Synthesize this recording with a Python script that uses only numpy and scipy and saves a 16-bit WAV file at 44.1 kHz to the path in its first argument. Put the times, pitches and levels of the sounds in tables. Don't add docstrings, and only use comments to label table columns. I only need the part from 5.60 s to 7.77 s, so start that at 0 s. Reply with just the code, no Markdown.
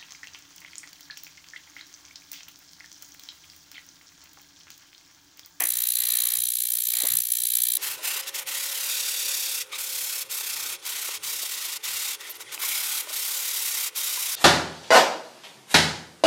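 import sys
import numpy as np
from scipy import signal
from scipy.fft import rfft, irfft
from scipy.io import wavfile
from scipy.ndimage import uniform_filter1d

SR = 44100
rng = np.random.default_rng(int(sys.argv[2]) if len(sys.argv) > 2 else 0)


def volts(x):
    e = np.asarray(x, float) / 20
    return 10 ** e


def output_pcm(signal):
    pcm = np.clip(np.atleast_2d(signal).T, -1, 1) * 32767
    wavfile.write(sys.argv[1], SR, np.round(pcm).astype(np.int16))


N = 95829
T = np.arange(N) / SR
MAINS_HZ = 60.03
CYCLES = int(N / SR * MAINS_HZ) + 3

# f/Hz, density/dB per Hz
ROOM_SPECTRUM = [(15, -33), (25, 3), (59, 0), (139, -1), (204, -6), (297, 1), (539, -19), (600, -31),
                 (780, -37), (1320, -120)]
# multiple of mains, level/dB
HUM = [(1, -93.5), (2, -92.5)]
# t/s, level/dB, f/Hz, swell/s, t60/s
KNOCKS = [(.003, -39.5, 450, 0.0044, .06), (.010, -36, 775, 0.0039, 0.078), (.012, -65, 298, 0.0023, 0.55),
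          (.014, -45, 583, 0.0085, 0.14), (.367, -56, 566, .002, 0.055), (.465, -59, 101.9, .01, .1),
          (.512, -62, 60, .006, 0.11), (.513, -48.5, 134, .006, 0.063), (0.523, -55, 356.4, .005, 0.066),
          (.68, -66, 150, 0.022, 0.11), (0.773, -52.5, 127, 0.017, 0.13), (1.152, -59, 134, 0.0088, 0.081),
          (1.336, -50, 770, 0.0054, .07), (1.337, -35, 2320, 0.0018, 0.029),
          (1.404, -37.5, 2240, .003, 0.044), (1.408, -44, 684, 0.0059, 0.061),
          (1.430, -36, 470, .006, 0.054), (1.434, -47, 272, 0.0035, 0.1), (1.440, -41, 600, 0.0061, 0.096),
          (1.443, -44, 944, 0.003, 0.079), (1.472, -39, 2300, 0.0014, .02),
          (1.488, -32, 2280, 0.00086, 0.021), (1.495, -49, 126, 0.027, .15),
          (1.53, -48.5, 129.6, 0.015, 0.18), (1.552, -44.5, 1190, 0.0018, 0.038)]
# f/Hz, density/dB per Hz
RATTLE_SPECTRUM = [(140, -64), (240, -21), (305, -21), (930, -13), (1010, -11), (1110, -6.5), (1370, -13),
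                   (1860, -1.5), (3200, -6), (4160, -42), (7040, -120)]
# t/s, rattle level/dB
GRIP = [(0, -44.5), (.1, -57.5), (.33, -62.5), (.37, -55.5), (.52, -52), (.66, -51.5), (.78, -54),
        (.81, -67.5), (1.13, -72), (1.17, -62.5), (1.29, -72), (1.33, -56), (1.45, -53), (1.59, -58.5),
        (1.62, -69.5), (1.85, -68), (2.0, -63), (2.17, -71)]
# f/Hz, level/dB, t60/s, delay after drive start/ms
TANK_MODES = [(3875, 12, 0.0099, 1.2045), (4080, 6, 0.013, 1.601), (4230, -0.5, 0.027, 4),
              (4640, -4, 0.033, 2.5), (3182, -8.5, 0.055, 1.933), (3518, -8, 0.05, 3.0),
              (2802, -13.5, .03, 4), (2556, -20.5, 0.15, 1.532), (2300, -14.5, 0.059, 3.6),
              (1829, -17, 0.084, .5), (1675, -34.5, 0.13, 4.92), (5860, -27, .012, 2.5),
              (6200, -25, 0.026, 5.3), (3990, -2, .04, 3.9)]
# t/s, bubble level/dB, tank ring level/dB
DRIVE = [(0, -24.5, -47), (.16, -25.5, -36.5), (.31, -25, -35.5), (.54, -23.5, -33.5), (.75, -25, -37.5),
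         (.91, -26, -40.5), (1.07, -26, -40), (1.2, -25, -41), (1.41, -23.5, -33), (1.59, -25, -38.5),
         (1.63, -27.5, -40.5), (1.70, -28, -43), (1.74, -25.5, -39.5), (1.94, -25, -35.5),
         (2.07, -23.5, -34), (2.17, -26.5, -37)]
# t/s, extra level/dB
FIERCE_BURSTS = [(.038, 2), (.105, 4), (.172, 2), (.272, 1.5), (.405, 2.5), (.472, -1), (.538, -1),
                 (.572, 1), (.888, 1), (1.022, 0.5), (1.072, 0), (1.288, -0.5), (1.438, -2), (1.472, 1.5),
                 (1.555, 1.5), (1.572, 5.5), (1.588, 3), (1.605, 2.5), (1.722, 8), (1.872, 3), (1.955, 6.5),
                 (2.022, 3), (2.038, 3.5), (2.155, 3.5)]
# f/Hz, density/dB per Hz
FIZZ_SPECTRUM = [(710, -49), (1200, -31.5), (1850, -25.5), (2920, -17.5), (3870, -12), (5470, -14.5),
                 (10700, -2.5), (13200, 0), (16000, -7)]
# f/Hz, width/Hz, lift/dB
BATH_MODES = [(3720, 300, -2.5), (6035, 360, 7.5), (7250, 550, 4), (9970, 350, 4), (10680, 910, 5),
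              (13800, 370, -6.5), (13500, 1300, 3.5)]
# f/Hz, level/dB
AFTER_HISS = [(1600, 2), (3000, 10), (5500, 7), (8000, 3), (11000, -6.5), (16000, 4)]


def rms_one(x):
    return x / np.sqrt(np.mean(x ** 2) + 1e-20)


def control(rows, index):
    table = np.array(rows)
    return np.interp(T, table[:, 0], table[:, index])


def colour(x, points, lifts=()):
    hz = np.maximum(np.fft.rfftfreq(len(x), 1 / SR), 1)
    point_hz, point_db = np.array(points).T
    db = np.interp(np.log(hz), np.log(point_hz), point_db)
    db = db - 18 * np.maximum(np.log2(point_hz[0] / hz), 0)
    db = db - 18 * np.maximum(np.log2(hz / point_hz[-1]), 0)
    for mode_hz, width_hz, lift_db in lifts:
        db = db + lift_db / (1 + (2 * (hz - mode_hz) / width_hz) ** 2)
    return rms_one(irfft(rfft(x) * volts(db), len(x)))


def slow(count, cycles):
    r = np.exp(-1 / cycles)
    noise = rng.standard_normal((count, CYCLES + 50))
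    return signal.lfilter([np.sqrt(1 - r * r)], [1, -r], noise)[:, 50:]


def band_noise(noise, order, low_hz, high_hz):
    sos = signal.butter(order, [low_hz, high_hz], "band", fs=SR, output="sos")
    return signal.sosfilt(sos, noise)


def room():
    room_db = -86.5
    hum = sum(volts(db + 9) * np.sin(2 * np.pi * k * MAINS_HZ * T) for k, db in HUM)
    return volts(room_db) * colour(rng.standard_normal(N), ROOM_SPECTRUM) + hum


def knocks():
    base_q, pure_per_s = 1.7, 4.5
    scuff_db, scuff_top_hz = -18.5, 1520
    out, t = np.zeros(N + SR), np.arange(SR // 2) / SR
    for onset_s, db, hz, swell_s, t60_s in KNOCKS:
        q = base_q * (1 + (hz / 1200) ** 2)
        half = 1 + .5 / q
        noise = rng.standard_normal((2, len(t)))
        body = rms_one(band_noise(noise[0], 2, hz / half, hz * half))
        scuff = rms_one(band_noise(noise[1], 1, 150, scuff_top_hz))
        tone = pure_per_s * t60_s * np.sin(2 * np.pi * hz * t)
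        envelope = (1 - np.exp(-t / swell_s)) * volts(-60 * t / t60_s) * 2
        i = int(onset_s * SR)
        out[i:i + len(t)] += volts(db) * (body + tone + volts(scuff_db) * scuff) * envelope
    return out[:N]


def rattle():
    rattle_db, loose = 8.5, 0.5
    turn = T * MAINS_HZ
    size = int(SR / MAINS_HZ) + 1
    place = ((turn % 1) * (size - 1)).astype(int)
    weights = slow(count=3, cycles=5.0) * [[.4], [.5], [.5]] + [[1], [0], [0]]
    chatter = np.zeros(N)
    for weight in weights:
        pattern = rng.standard_normal(size)
        chatter += pattern[place] * np.interp(turn, np.arange(CYCLES), weight)
    chatter += loose * rng.standard_normal(N)
    return volts(rattle_db + control(GRIP, index=1)) * colour(chatter, RATTLE_SPECTRUM)


def tank():
    tank_db, rise_s = -1, 0.00098
    spread_db, wander_db, jitter_s = 1.5, 2.0, .00002
    lead = SR // 10
    out, t = np.zeros(N), np.arange(SR // 5) / SR
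    cycle_s = (np.arange(CYCLES) - 2) / MAINS_HZ
    wanders = slow(count=len(TANK_MODES), cycles=12.0)
    for (hz, db, t60_s, delay_ms), wander in zip(TANK_MODES, wanders):
        jolt_s = cycle_s + delay_ms / 1000 + jitter_s * rng.standard_normal(CYCLES)
        jolt_db = db + spread_db * rng.standard_normal(CYCLES) + wander_db * wander
        jolts = np.zeros(N + SR)
        jolts[np.round(jolt_s * SR).astype(int) + lead] = volts(jolt_db)
        ring = np.sin(2 * np.pi * hz * t) * volts(-60 * t / t60_s) * (1 - np.exp(-t / rise_s))
        out += signal.fftconvolve(jolts, ring)[lead:lead + N]
    return volts(tank_db + control(DRIVE, index=2)) * rms_one(out)


def bubbles():
    peak_s, rise_s, fall_s, pointed = .0055, 0.0028, 0.0037, 1.75
    grain_db, grains_per_s = 2.0, 14000
    spread_db, patchy_db, patch_cycles = .7, 1.6, 1.2
    follow_hz = 9300
    between_db = -16.5

    turn = (T - peak_s) * MAINS_HZ
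    cycle = np.floor(turn + .35).astype(int)
    dt = (turn - cycle) / MAINS_HZ
    bell = np.exp(-np.abs(dt / np.where(dt < 0, rise_s, fall_s)) ** pointed)

    burst_db = spread_db * np.diff(rng.standard_normal(CYCLES + 1))
    for s, db in FIERCE_BURSTS:
        burst_db[int(round((s - peak_s) * MAINS_HZ))] = db
    strength_db = uniform_filter1d(burst_db[cycle] * np.sqrt(bell), size=60)

    size_db = grain_db * np.minimum(rng.exponential(1, N), 4)
    sizes = volts(size_db) * rng.choice([-1, 1], N)
    grains = rms_one(sizes * (rng.random(N) < grains_per_s / SR))
    spectrum = rfft(colour(grains * bell, FIZZ_SPECTRUM, BATH_MODES))
    hz = np.fft.rfftfreq(N, 1 / SR)

    edges_hz = 17000 * np.linspace(.18, 1, 33) ** 2
    fizz = np.zeros(N)
    for low, high, patch in zip(edges_hz, edges_hz[1:], slow(count=32, cycles=patch_cycles)):
        band = irfft(spectrum * ((hz >= low) & (hz < high)), N)
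        tint_db = patchy_db * np.interp(turn, np.arange(CYCLES), patch)
        tint_db = tint_db + strength_db * min(1, low / follow_hz)
        fizz += band * volts(tint_db)

    hiss = colour(rng.standard_normal(N), FIZZ_SPECTRUM, BATH_MODES)
    hiss = colour(hiss, AFTER_HISS)
    return volts(control(DRIVE, index=1)) * (rms_one(fizz) + volts(between_db) * hiss)


def scene():
    return (room() + knocks() + rattle() + tank() + bubbles())[None]


def band_limit(x):
    return signal.sosfilt(signal.butter(12, 16870, fs=SR, output="sos"), x)


def record(dry):
    cutoff_hz = 15860
    over_hz = np.clip(np.fft.rfftfreq(N, 1 / SR) - cutoff_hz + 100, 0, 200)
    mix = irfft(rfft(dry) * volts(-over_hz ** 2 / 500), N)
    return band_limit(mix)


dry = scene()
out = record(dry)
output_pcm(out)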